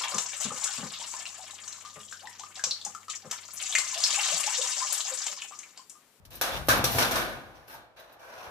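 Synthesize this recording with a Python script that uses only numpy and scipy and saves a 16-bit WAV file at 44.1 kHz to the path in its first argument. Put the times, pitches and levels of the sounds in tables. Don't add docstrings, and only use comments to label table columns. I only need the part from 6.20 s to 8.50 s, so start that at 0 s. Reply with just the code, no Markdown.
import sys
import numpy as np
from scipy import signal
from scipy.fft import rfft, irfft, next_fast_len
from scipy.io import wavfile

SR = 44100
rng = np.random.default_rng(int(sys.argv[2]) if len(sys.argv) > 2 else 0)


def store_wav(level_fs):
    pcm = np.round(np.clip(np.atleast_2d(level_fs), -1, 1) * 32767)
    wavfile.write(sys.argv[1], SR, pcm.T.astype(np.int16))


N = 101429

# freq_hz, relative_db
BLADE_SPECTRUM = [(200, -65), (1500, -10), (3500, 0), (5800, 1.5), (7800, -5), (10500, 5), (13200, 10),
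                  (16000, 0.5)]
# freq_hz, correlation
STEREO_LIKENESS = [(40, 0.044), (130, 0.74), (350, 0.65), (700, 0.65), (1400, -0.0041), (2800, -0.28),
                   (6000, 0.085), (14000, -0.0092)]


def amp(db):
    return 10 ** (np.asarray(db) / 20)


def unit(x):
    return x / np.sqrt(np.mean(x ** 2) + 1e-20)


def dying(t, t60):
    return np.exp(-np.log(1000) * t / t60)


def curve_at(points, hz):
    freqs, values = np.transpose(points)
    return np.interp(np.log(hz + 1), np.log(freqs + 1), values)


def add(mix, start_s, sound):
    part = mix[:, max(round(start_s * SR), 0):][:, :sound.shape[1]]
    part += sound[:, :part.shape[1]]


def stereo_noise(spectrum, size):
    # freq_hz, left_minus_right_db
    balance = [(40, 12), (90, 5), (1400, 0.2), (2800, -1), (5600, 2), (13000, 4)]
    hz = np.fft.rfftfreq(size, 1 / SR)
    common, separate = rfft(rng.standard_normal((2, size)))
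    likeness = np.clip(curve_at(STEREO_LIKENESS, hz), -1, 1)
    lean = amp(curve_at(balance, hz) / 2)
    left = common * lean
    right = (likeness * common + np.sqrt(1 - likeness ** 2) * separate) / lean
    return unit(irfft(np.array([left, right]) * amp(curve_at(spectrum, hz)), size))


def shelves(x, bass_db, treble_db, bass_hz=360, treble_hz=2570):
    size = next_fast_len(x.shape[1] + 2048)
    hz = np.fft.rfftfreq(size, 1 / SR)
    low = 1 / (1 + (hz / bass_hz) ** 4)
    high = 1 - 1 / (1 + (hz / treble_hz) ** 4)
    return irfft(rfft(x, size) * amp(bass_db * low + treble_db * high), size)[:, :x.shape[1]]


def air(level_db=-66):
    # freq_hz, relative_db
    spectrum = [(25, -14.5), (130, -20), (330, -9.5), (560, -0.5), (1200, -6), (2500, -15.5), (8000, -31),
                (15000, -36)]
    return amp(level_db) * stereo_noise(spectrum, N)


def rumble(trim_db=-4):
    # time_s, relative_db
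    envelope = [(0.0, -52.5), (0.29, -46.5), (0.36, -32.5), (0.47, -38.5), (0.49, -32.5), (0.85, -31.5),
                (1.52, -61), (1.61, -52.5), (1.639, -65.5), (2.13, -65.5), (2.3, -49)]
    # freq_hz, relative_db
    spectrum = [(20, -26.5), (33, -4.5), (48, 0.5), (75, -7), (120, -6), (180, -12), (400, -45)]
    times_s, levels_db = np.transpose(envelope)
    return stereo_noise(spectrum, N) * amp(trim_db + np.interp(np.arange(N) / SR, times_s, levels_db))


def sheet_ring(modes_db):
    # freq_hz, relative_db
    spectrum = [(30, -46.5), (110, -7), (190, -7.5), (260, -5), (350, -4), (430, -5), (510, 1.5), (700, 1),
                (900, 0.5), (1060, 1), (1220, -0.5), (1580, 3), (1950, -4.5), (2500, -6), (3100, -8),
                (3800, -5.5), (4900, -10), (5800, -7), (7600, -16), (11500, -11), (14500, -14.5),
                (16000, -27)]
    # freq_hz, t60_s
    ring_times = [(60, 0.43), (250, 0.99), (700, 0.74), (1500, 0.52), (3000, 0.59), (6000, 0.35),
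                  (14000, 0.33)]
    # pitch_hz, relative_db, t60_s
    modes = [(121, -8, .6), (245, -4, .85), (348, -9, .8), (550, -8, .5), (674, -5, .6), (928, -7, .6),
             (1177, -5, .6), (1218, -4, .6), (1478, -1, .8), (1616, -4, .65), (1727, -7, .65),
             (2202, -10, .8), (2320, -7, .7), (2680, -10, .6)]
    hz, frame_s, bands = signal.stft(stereo_noise(spectrum, SR), SR, nperseg=256)
    bands = bands * dying(frame_s, curve_at(ring_times, hz)[:, None])
    wash = signal.istft(bands, SR, nperseg=256)[1][:, :SR]
    t, tones = np.arange(SR) / SR, np.zeros((2, SR))
    for (pitch_hz, db, t60), (phase, side) in zip(modes, rng.random((len(modes), 2))):
        gap = np.arccos(np.clip(curve_at(STEREO_LIKENESS, pitch_hz), -1, 1)) * np.sign(side - .5)
        tone = np.sin(2 * np.pi * (pitch_hz * t + phase) + np.array([[0], [gap]])) * dying(t, t60)
        tones += amp(db + modes_db) * unit(tone)
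    return (unit(wash) + tones) / np.sqrt(SR)


def knocks():
    # start_s, ring_db, bass_db, ring_treble_db, clack_db
    landings = [(0.050, -32.5, 14, 1, -61), (0.2123, 5, -7, 6, -7), (0.277, 0.5, -4.5, -5, -31),
                (0.4856, 9.5, -9.5, 0.5, 4), (0.489, 6.5, -4, 7.5, 2), (0.503, 6, -26, 1.5, -26),
                (0.594, -4, 0.5, -15, -3), (0.641, -0.5, -2, 12.5, 1), (0.751, -4, 7, -21, -9),
                (0.7851, 10, -4.5, 2, 0.5), (0.9103, 3, 1, 3.5, -11.5), (0.957, -0.5, 9, 5.5, -39),
                (1.122, -11, -16, -4.5, -29), (1.498, -17.5, -4, -5, -27), (1.764, -22, -9, -8, -48.5)]
    # pitch_hz, relative_db, t60_s
    clack_modes = [(128.3, -2.5, 0.22), (360, 0.5, 0.029), (543, 10.5, 0.017), (732, 9, 0.017),
                   (1216, 5.5, 0.021), (2620, -1.5, 0.015)]
    out, t = np.zeros((2, N)), np.arange(SR // 4) / SR
    clack = sum(amp(db) * np.sin(2 * np.pi * hz * t) * dying(t, t60) for hz, db, t60 in clack_modes)
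    clack = unit(clack) / np.sqrt(len(t))
    for start_s, ring_db, bass_db, treble_db, clack_db in landings:
        add(out, start_s, amp(ring_db) * shelves(sheet_ring(modes_db=-12.5), bass_db, treble_db))
        add(out, start_s, amp(clack_db) * shelves(clack[None], bass_db, 0))
    return out


def ticks(ring_t60_s=0.097, crack_db=-14, crack_s=0.003):
    # start_s, energy_db, brightness_db
    snaps = [(0.052, -24.5, -13), (0.106, -24, 0), (0.1335, -21, 14), (0.155, -14, 4), (0.2133, -1, 3),
             (0.472, -16.5, -5), (0.485, 1.5, -2), (0.578, -8.5, 11), (0.6421, 3, -15), (0.644, -5.5, -20),
             (0.718, -5.5, 13.5), (0.7382, -7, 18), (0.8257, 0, -28), (0.916, -7.5, 19), (1.095, -23, 6),
             (1.481, -25, 0), (1.543, -23, 7), (1.799, -28.5, 9), (1.926, -29, 2)]
    out, t = np.zeros((2, N)), np.arange(SR // 4) / SR
    envelope = dying(t, ring_t60_s) + amp(crack_db) * np.exp(-t / crack_s)
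    for start_s, energy_db, brightness_db in snaps:
        ring = shelves(stereo_noise(BLADE_SPECTRUM, len(t)), 0, brightness_db, treble_hz=9600)
        add(out, start_s, amp(energy_db) * unit(ring * envelope) / np.sqrt(len(t)))
    return out


def stroke(t, swell_s, fade_s, swell_power=0.46, fade_db=24):
    return np.minimum((t / swell_s) ** swell_power, amp(fade_db * (swell_s - t) / fade_s))


def rib_hollow(x, body_db, centre_hz=680, width_hz=320):
    hz = np.fft.rfftfreq(x.shape[1], 1 / SR)
    body = amp(body_db / (1 + ((hz - centre_hz) / width_hz) ** 4))
    return irfft(rfft(x) * body, x.shape[1])


def slides(slips_per_s=5000, spread_db=6.5, slip_s=0.0022, sing_db=10.5, sing_width_hz=220):
    # start_s, swell_s, fade_s, ring_db, bass_db, body_db, treble_db, rasp_db, sing_hz
    moves = [(0.1, 0.051, 0.07, -50.5, 15, -2, 7.5, -50, 3770),
             (0.305, 0.067, 0.035, -39.5, 9, -2.5, 3, -35, 3520),
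             (0.505, 0.0089, 0.22, -23.5, 7, -3.5, -17, -69, 3900),
             (0.665, 0.13, 0.18, -34.5, 8.5, 4, 8.5, -40, 5660),
             (0.799, 0.029, 0.051, -26.5, -5.5, -4, 2, -30.5, 5600),
             (0.93, 0.029, 0.16, -25, -0.5, -3.5, -3, -39, 5750),
             (1.08, 0.057, 0.44, -45, -2, 0.5, -8, -62, 3900),
             (1.34, 0.016, 0.22, -56, -8, 3, -3, -59.5, 5550),
             (1.468, 0.073, 0.053, -42, -3.5, 0.5, -5, -50.5, 5370),
             (1.76, 0.034, 0.13, -49.5, -11, 4.5, -6, -52.5, 3880),
             (1.849, 0.076, 0.13, -54, -3, 4, -12, -60.5, 3920),
             (1.986, 0.026, 0.42, -44.5, -5, 1.5, -7, -61, 5700),
             (2.08, 0.19, 0.089, -41, -8, 2.5, -9, -49.5, 5730)]
    # freq_hz, relative_db
    rasp_spectrum = [(200, -24), (520, 10.5), (1000, 5), (1900, 0.5), (2600, 7), (3200, 1), (4000, -1),
                     (4800, -2.5), (6200, -5), (7600, -16), (11500, -13.5), (14500, -8), (16000, -31)]
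    out, t = np.zeros((2, N)), np.arange(SR // 2) / SR
    hz = np.fft.rfftfreq(len(t), 1 / SR)
    for start_s, swell_s, fade_s, ring_db, bass_db, body_db, treble_db, rasp_db, sing_hz in moves:
        slips = rng.choice([-1, 1], len(t)) * (rng.random(len(t)) < slips_per_s / SR)
        slips = unit(slips * amp(spread_db * np.minimum(rng.exponential(1, len(t)), 4)))
        force = stroke(t, swell_s, fade_s)
        scrape = signal.fftconvolve((force * slips)[None], sheet_ring(modes_db=-19.5), axes=1)
        add(out, start_s, amp(ring_db) * shelves(rib_hollow(scrape, body_db), bass_db, treble_db))
        grain = unit(np.sqrt(signal.lfilter([1], [1, -np.exp(-1 / (slip_s * SR))], slips ** 2)))
        sing = amp(sing_db / (1 + ((hz - sing_hz) / sing_width_hz) ** 2))
        rasp = unit(irfft(rfft(stereo_noise(rasp_spectrum, len(t))) * sing, len(t)))
        add(out, start_s, amp(rasp_db) * force * grain * rasp)
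    return out


def thuds(t60_s=0.16):
    # start_s, energy_db, pitch_hz
    flexes = [(0.407, -10.5, 62), (0.488, -4, 123.3), (0.593, -8, 113.4), (0.751, -3, 109)]
    out, t = np.zeros((2, N)), np.arange(SR // 4) / SR
    for start_s, energy_db, pitch_hz in flexes:
        thud = np.sin(2 * np.pi * pitch_hz * t) * dying(t, t60_s)
        add(out, start_s, amp(energy_db) * unit(thud[None]) / np.sqrt(len(t)))
    return out


def swishes():
    # start_s, swell_s, fade_s, level_db
    brushes = [(0.435, 0.05, 0.04, -50), (0.705, 0.072, 0.089, -34), (1.47, 0.061, 0.097, -53.5)]
    out, t = np.zeros((2, N)), np.arange(SR // 2) / SR
    for start_s, swell_s, fade_s, level_db in brushes:
        hiss = stereo_noise(BLADE_SPECTRUM, len(t))
        add(out, start_s, amp(level_db) * stroke(t, swell_s, fade_s) * hiss)
    return out


def clangs(spread_ratio=1.24):
    # start_s, pitch_hz, energy_db, t60_s
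    contacts = [(0.4959, 1247, 5.5, 0.08), (0.505, 1558, 7, 0.081), (0.6443, 5770, -0.5, 0.08),
                (0.7848, 2340, -2.5, 0.015), (0.793, 5630, -3.5, 0.09), (0.819, 1490, 1.5, 0.15),
                (0.955, 1400, -2, 0.15), (1.545, 900, -19, 0.13)]
    out, t = np.zeros((2, N)), np.arange(SR // 4) / SR
    for start_s, pitch_hz, energy_db, t60_s in contacts:
        band = [(pitch_hz / spread_ratio, -60), (pitch_hz, 0), (pitch_hz * spread_ratio, -60)]
        ring = stereo_noise(band, len(t)) * dying(t, t60_s)
        add(out, start_s, amp(energy_db) * unit(ring) / np.sqrt(len(t)))
    return out


def scene():
    blade = ticks() + swishes() + slides()
    sheet = knocks() + clangs() + thuds() + rumble()
    return blade + sheet + air()


def record(dry, low_cut_hz=55, high_cut_hz=15450):
    low_cut = signal.butter(3, low_cut_hz, "highpass", fs=SR, output="sos")
    high_cut = signal.firwin(255, high_cut_hz, window=("kaiser", 9), fs=SR)
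    return signal.oaconvolve(signal.sosfilt(low_cut, dry), high_cut[None], "same")


dry = scene()
out = record(dry)
store_wav(out)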